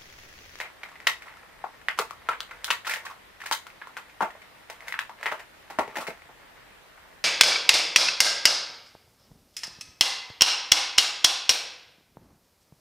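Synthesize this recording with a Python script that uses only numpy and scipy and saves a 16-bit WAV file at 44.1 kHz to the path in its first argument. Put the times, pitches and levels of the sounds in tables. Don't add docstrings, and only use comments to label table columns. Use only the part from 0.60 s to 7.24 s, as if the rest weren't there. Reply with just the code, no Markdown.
import sys
import numpy as np
from scipy import signal
from scipy.fft import rfft, irfft
from scipy.io import wavfile
from scipy.ndimage import uniform_filter1d

SR = 44100
rng = np.random.default_rng(int(sys.argv[2]) if len(sys.argv) > 2 else 0)


def natural_amplitude(level_db):
    exponent = np.asarray(level_db, float) / 20
    return 10 ** exponent


def wrap_up_sound(samples):
    columns = np.atleast_2d(samples).T
    tamed = np.clip(columns, -1, 1)
    steps = np.round(tamed * 32767).astype(np.int16)
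    wavfile.write(sys.argv[1], SR, steps)


N = 292824
TAPS = 4096

# (time [s], level [dB])
RUMBLE_LEVEL = [(0.0, -69), (1.0, -67), (1.15, -66), (2.1, -63.5), (2.5, -70), (6.64, -68.5)]
# (frequency [Hz], relative density [dB per Hz])
HISS_COLOUR = [(47, -24), (80, -3), (200, -2), (261, -2.5), (665, -1), (1040, -2), (1860, -2), (2370, -5),
               (3790, -9.5), (6470, -18), (15100, -20.5), (16500, -58)]
# (frequency [Hz], likeness [0-1])
HISS_LIKENESS = [(60, 0.73), (240, 0.042), (950, 0.044), (3770, 0.022), (15000, 0.022)]
# (frequency [Hz], time to fall 60 dB [s])
ROOM_DECAY = [(250, 0.22), (660, 0.17), (1740, 0.19), (4590, 0.25), (12100, 0.19)]
# (frequency [Hz], likeness [0-1])
ROOM_LIKENESS = [(100, 0.75), (600, 1), (1500, 0.32), (3000, 0.057), (8000, 0.024)]
# (frequency [Hz], level [dB])
ROOM_STRENGTH = [(150, -16.5), (600, -0.5), (2000, -2.5), (5000, -8), (12000, -3)]
# (delay [ms], bass [dB], treble [dB], left over right [dB], left lag behind right [samples])
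WALL_ECHOES = [(6.012, -26.5, -4.5, 4.5, -2), (12.23, -35, -23, 15, 5), (17.75, -15, -30, -2, 19),
               (25.58, -34.5, -18, 17, 6)]
# (time [s], level [dB])
RUSTLE_LEVEL = [(0.0, -57.5), (0.7, -56), (1.27, -61), (1.45, -61.5), (1.74, -56.5), (1.92, -53),
                (2.12, -47.5), (2.24, -66), (2.31, -36), (2.52, -67), (3.44, -59.5), (4.16, -59.5),
                (4.29, -42.5), (4.46, -102), (4.62, -46), (4.9, -65.5), (5.4, -51), (5.7, -62), (6.64, -62)]
# (frequency [Hz], relative density [dB per Hz])
CARD_COLOUR = [(120, -53), (200, -10), (369, -55), (459, 0.5), (1390, -3.5), (1580, -0.5), (1860, 3.5),
               (6500, -30), (8450, -53), (14300, -120)]
# (frequency [Hz], width [Hz], level [dB])
PACK_RESONANCES = [(937, 194, 7.5), (1098.4, 42, 8.5), (1360, 147, 6.5), (1920, 580, 2.5), (2287, 37, -13),
                   (2517, 15, -48), (2890, 15, -26), (3290, 51, -65), (3770, 46, 3)]
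# (time [s], ring energy as rms over 1 ms [dB], ring pitch [Hz],
# crack level relative to the ring [dB], stutter length [ms])
FOLD_SNAPS = [(0.001, -24, 1860, -7.5, 4.7), (0.011, -26, 2200, -11, 5.2), (0.034, -30.5, 2260, -24, 16),
              (0.233, -27, 2230, -15, 4.9), (0.316, -38.5, 1080, -13, 5.6), (0.356, -37.5, 1960, -19, 4.5),
              (0.469, -11, 1920, -6.5, 5.5), (0.471, -10, 2930, -35, 3.6), (0.62, -34.5, 2200, -10.5, 5.9),
              (0.658, -34.5, 1180, -14, 9.7), (0.679, -35.5, 2060, -17, 10), (1.04, -19, 767, -33, 5.4),
              (1.285, -12.5, 1930, -20, 3.2), (1.376, -35, 1000, -3, 6.6), (1.388, -11.5, 1250, -8.5, 4.6),
              (1.397, -17.5, 450, -15.5, 3.7), (1.508, -27, 1200, -12.5, 3.3),
              (1.688, -10, 1390, -21.5, 4.6), (1.71, -20.5, 1610, -22, 13), (1.805, -22, 3340, -11, 2.1),
              (1.911, -28, 1490, -21, 5.6), (2.044, -23.5, 3300, 3, 2.8), (2.079, -22.5, 1480, -16, 9.2),
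              (2.104, -9, 2740, -11, 6.2), (2.105, -17.5, 900, -42, 2), (2.248, -24, 1750, -10, 14),
              (2.268, -18.5, 1360, -5.5, 8.1), (2.295, -20, 1840, -5, 5.1), (2.307, -20, 2270, -5.5, 10.3),
              (2.337, -21, 1840, -3.5, 4.5), (2.36, -28.5, 2890, -29, 2.6), (2.451, -29.5, 1090, -4, 9.7),
              (2.465, -26.5, 1700, -19, 5.1), (2.498, -29, 1110, -14, 11.3),
              (2.802, -33.5, 1770, -10.5, 7.8), (2.816, -29.5, 1820, -12, 4.9),
              (2.837, -31, 1390, -10.5, 6.8), (2.859, -24.5, 1740, -4.5, 7), (2.912, -15, 940, -8.5, 3.1),
              (2.924, -15, 3100, -2, 4.5), (3.067, -32, 1480, -9.5, 4.3), (3.216, -27, 1660, -30, 6.3),
              (3.271, -32, 1020, -14.5, 4.6), (3.368, -23, 1590, -13, 6.3), (3.606, -11.5, 937, -25.5, 6.5),
              (3.612, -27.5, 197, -14, 8.9), (3.62, -11, 790, -22, 7.5), (3.705, -35, 1850, -15, 3.5),
              (3.751, -37, 610, -33, 3.9), (4.099, -30.5, 598, -3, 4.7), (4.206, -38.5, 2100, -9, 3.2),
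              (4.282, -28, 2030, -5, 3.4), (4.324, -22, 1990, -14, 2.6), (4.341, -20.5, 1720, -38, 4.3),
              (4.39, -15, 1760, -13.5, 3.8), (4.494, -29, 890, -18, 4.8), (4.629, -24, 1850, -11.5, 5.9),
              (4.658, -14, 1920, -17.5, 7.7), (4.68, -31, 1840, -8, 9.1), (4.716, -23, 1740, -12.5, 6.2),
              (4.722, -20.5, 1330, -20, 5.2), (4.79, -34, 1860, -8, 12), (5.1, -28.5, 830, -9.5, 9),
              (5.187, -9, 674, -19, 6), (5.277, -28, 460, -18.5, 5.3), (5.327, -39, 1210, -19, 4.3),
              (5.356, -23, 1850, -10, 7.4), (5.369, -22, 815, -8.5, 4.9), (5.384, -24, 546, -9.5, 4.4),
              (5.403, -24.5, 1207, -6.5, 13), (5.468, -26, 2180, -5.5, 8.8), (5.481, -22, 453, -22, 5.7),
              (5.691, -38, 770, -37, 8.1)]
# (time [s], level relative to the ring [dB])
THUMP_LEVEL = [(0.0, -8.5), (1.1, -24.5), (1.4, -16), (2.1, -18), (2.5, -20.5), (3.6, -14.5), (4.4, -30.5),
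               (4.72, -5), (5.1, -10), (5.7, -5.5)]

HISS_DB = -53.5
FOIL_DB, FOIL_PER_DB = -13, 0.78
TICK_COUNT = 36
TICK_DB, TICK_SPREAD_DB = 15, 5
TICK_FULL_DB = -54
TICK_HZ, TICK_OCTAVES = 1540, 0.7
TICK_CRACK_DB, TICK_STUTTER_MS = -11, 4.7
WALL_DB, WALL_PER_CRACK = -3, 0.61
WALL_DB_PER_OCTAVE = -2.5
EDGE_HZ = 15780


def evened(x):
    return x / np.sqrt(np.mean(x ** 2) + 1e-20)


def read(points, hz):
    f, value = np.transpose(points)
    return np.interp(np.log(hz + 1), np.log(f + 1), value)


def bell(hz, centre_hz, width_hz):
    return 1 / np.sqrt(1 + (2 * (hz - centre_hz) / width_hz) ** 2)


def hump(hz, centre_hz, octaves):
    return np.exp(-0.5 * (np.log2((hz + 1) / centre_hz) / octaves) ** 2)


def causal(gain):
    log_gain = np.log(np.maximum(gain, 1e-5))
    mirrored = np.r_[log_gain, log_gain[-2:0:-1]]
    phase = -signal.hilbert(mirrored).imag[:len(log_gain)]
    return irfft(np.exp(log_gain + 1j * phase))[:TAPS // 2]


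def paired(z, likeness):
    likeness = np.clip(likeness, 0, 1)[:, None]
    return np.array([z[0], likeness * z[0] + np.sqrt(1 - likeness ** 2) * z[1]])


def levelled(x):
    spectrum = rfft(x, TAPS)
    return irfft(spectrum / abs(spectrum) ** 0.65)[..., :TAPS // 2]


def rumble():
    s, level_db = np.transpose(RUMBLE_LEVEL)
    a, b = rng.standard_normal((2, N))
    band = signal.butter(2, [30, 75], "band", fs=SR, output="sos")
    low = signal.sosfilt(band, [a, 0.51 * a + 0.75 * b])
    return natural_amplitude(np.interp(np.arange(N) / SR, s, level_db)) * evened(low)


def hiss():
    frames, hz = N // 256 + 5, np.fft.rfftfreq(1024, 1 / SR)
    a, b, c, d, patches = rng.standard_normal((frames, 513, 5)).T
    patches = uniform_filter1d(patches, size=14, axis=0)
    patches = evened(uniform_filter1d(patches, size=12, axis=1))
    z = paired([a + 1j * b, c + 1j * d], read(HISS_LIKENESS, hz))
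    z = z * natural_amplitude(read(HISS_COLOUR, hz)[:, None] + 1.06 * patches)
    noise = signal.istft(z, nperseg=1024, noverlap=768)[1][:, :N]
    return natural_amplitude(HISS_DB) * evened(noise)


def room(x):
    out, turns = np.zeros((2, N)), np.arange(N) / SR * 1.688
    size = SR // 2
    for k in range(3):
        taps = rng.standard_normal((2, size)) * (rng.random((2, size)) < 0.07)
        taps *= np.tanh((np.arange(size) / SR / 0.011) ** 2)
        hz, t, z = signal.stft(taps, SR, nperseg=128)
        t60 = np.clip(read(ROOM_DECAY, hz), 0.05, 1)[:, None]
        z = paired(z, read(ROOM_LIKENESS, hz)) * natural_amplitude(-60 * t / t60)
        norm = np.linalg.norm(signal.istft(z[0], SR, nperseg=128)[1])
        z *= natural_amplitude(read(ROOM_STRENGTH, hz))[:, None] / norm
        tail = signal.istft(z, SR, nperseg=128)[1]
        window = np.sqrt(2 / 3) * np.cos(np.pi * (turns + k / 3))
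        out += signal.oaconvolve((x * window)[None], tail, axes=1)[:, :N]
    return out


def echoes(x):
    hz, out = np.fft.rfftfreq(TAPS, 1 / SR), np.zeros((2, TAPS // 2 + 1), complex)
    way = np.array([[0.5], [-0.5]])
    high = np.tanh((hz / 3000) ** 2)
    for ms, bass_db, treble_db, side_db, lag in WALL_ECHOES:
        delay = np.exp(-2j * np.pi * hz * (ms / 1000 + way * lag / SR))
        out += natural_amplitude(bass_db + high * (treble_db - bass_db) + way * side_db) * delay
    return signal.oaconvolve(x[None], irfft(out), axes=1)[:, :N]


def pack(hz):
    hollows = sum((natural_amplitude(db) * bell(hz, f, width)) ** 2 for f, width, db in PACK_RESONANCES)
    return np.sqrt(natural_amplitude(-0.5) ** 2 + hollows)


def rustle_db(s):
    return np.interp(s, *np.transpose(RUSTLE_LEVEL))


def rustle():
    level_db, hz = rustle_db(np.arange(N) / SR), np.fft.rfftfreq(TAPS, 1 / SR)
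    foil_db = FOIL_DB + FOIL_PER_DB * (level_db + 46.5)
    clumps = evened(uniform_filter1d(rng.standard_normal(N), size=500))
    size = natural_amplitude(3.5 * np.minimum(rng.exponential(1, N), 3) + 3.5 * clumps)
    slips = size * rng.standard_normal(N) * (rng.random(N) < 3500 / SR)
    card_filter = causal(natural_amplitude(read(CARD_COLOUR, hz)) * pack(hz) ** 0.6)
    foil_filter = causal(np.tanh((hz / 4000) ** 4) * bell(hz, 4000, 18000))
    card = evened(signal.oaconvolve(slips, card_filter)[:N])
    foil = evened(signal.oaconvolve(slips, foil_filter)[:N])
    sound = natural_amplitude(level_db) * (card + natural_amplitude(foil_db) * foil)
    return np.array([np.roll(sound, 1) * natural_amplitude(0.7), sound * natural_amplitude(-0.7)])


def ticks():
    when, size, pitch, length = rng.random((TICK_COUNT, 4)).T
    s = (np.arange(TICK_COUNT) + when) / TICK_COUNT * FOLD_SNAPS[-1][0]
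    db = np.minimum(rustle_db(s), TICK_FULL_DB) + TICK_DB + TICK_SPREAD_DB * (2 * size - 1)
    ring_hz = TICK_HZ * 2 ** (TICK_OCTAVES * (2 * pitch - 1))
    return list(zip(s, db, ring_hz, TICK_CRACK_DB + 0 * s, TICK_STUTTER_MS * (0.5 + length)))


def filtered(drive, gains):
    return signal.fftconvolve(drive, [causal(gain) for gain in gains], axes=1)


def unit(x):
    return x / np.linalg.norm(x[0]) * np.sqrt(SR / 1000)


def snap(ring_hz, thump_db, wall_db, crack_db, stutter_ms, chance, hz):
    ms = 1000 * np.arange(chance.shape[1]) / SR
    stutter_ms = np.clip(stutter_ms, 0.3, 40)
    onset = np.tanh((ms + 0.32) / (0.077 * stutter_ms ** 2))
    swell = np.exp(-ms / stutter_ms) * onset
    slips = chance[0] * (chance[1] > 1.6) * swell
    slips[0] = 6.7 / stutter_ms
    slips = levelled(slips)

    flurry = 0.35 + 0.086 * evened(uniform_filter1d(abs(slips), size=60))
    fizz = levelled(chance[2:] * flurry * swell * np.tanh(0.88 + ms / 0.92))
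    fizz[1] = 0.33 * fizz[0] + 0.89 * fizz[1]

    pure = np.array([[1], [1], [0.45]]) * hump(hz, ring_hz, 0.11)
    rings = (pure + natural_amplitude(-5.0) * hump(hz, ring_hz, 0.69)) * pack(hz)
    low_hz = 400 * (ring_hz / 900) ** 0.68
    air = hump(hz, low_hz, 0.65) + 0.18 * hump(hz, 0.232 * low_hz, 0.3)
    ring = unit(filtered(slips[None], rings))
    thump = unit(filtered(slips[None], [air]))
    wall = unit(filtered(slips[None], [hump(hz, 2134, 0.44) * pack(hz)]))
    crack = unit(filtered(fizz, [np.tanh((hz / 3300) ** 4) * bell(hz, 2000, 5100)]))
    return ring + natural_amplitude(thump_db) * thump + natural_amplitude(wall_db) * wall + natural_amplitude(crack_db) * crack


def snaps():
    hz, out = np.fft.rfftfreq(TAPS, 1 / SR), np.zeros((3, N + 2 * TAPS))
    rows = FOLD_SNAPS + ticks()
    chance = rng.standard_normal((len(rows), 5, TAPS // 2))
    spot = rng.standard_normal((len(rows), 2))
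    for (s, db, ring_hz, crack_db, stutter_ms), c, (side, lag) in zip(rows, chance, spot):
        thump_db = np.interp(s, *np.transpose(THUMP_LEVEL))
        wall_db = WALL_DB + WALL_PER_CRACK * crack_db + WALL_DB_PER_OCTAVE * np.log2(ring_hz / 2000)
        sound = natural_amplitude(db) * snap(ring_hz, thump_db, wall_db, crack_db, stutter_ms, c, hz)
        turn = np.exp(-1j * np.pi * hz / SR * (2.24 + 1.46 * lag))
        for ear, way in enumerate((1, -1, 0)):
            heard = irfft(rfft(sound[ear], TAPS) * turn ** way) * natural_amplitude(way * (0.5 + 1.04 * side))
            out[ear, round(s * SR):][:TAPS] += np.roll(heard, 8)
    return out[:, :N]


def scene():
    folds, fingers = snaps(), rustle()
    sent = folds[2] + fingers[1]
    return folds[:2] + fingers + echoes(sent) + room(sent) + hiss() + rumble()


def low_pass(x):
    return signal.sosfilt(signal.butter(12, 16670, fs=SR, output="sos"), x)


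def record(dry):
    edge = signal.firwin(301, EDGE_HZ, window=("kaiser", 2.5), fs=SR)
    mix = signal.oaconvolve(dry, edge[None], "same", axes=1)
    return low_pass(mix)


dry = scene()
out = record(dry)
wrap_up_sound(out)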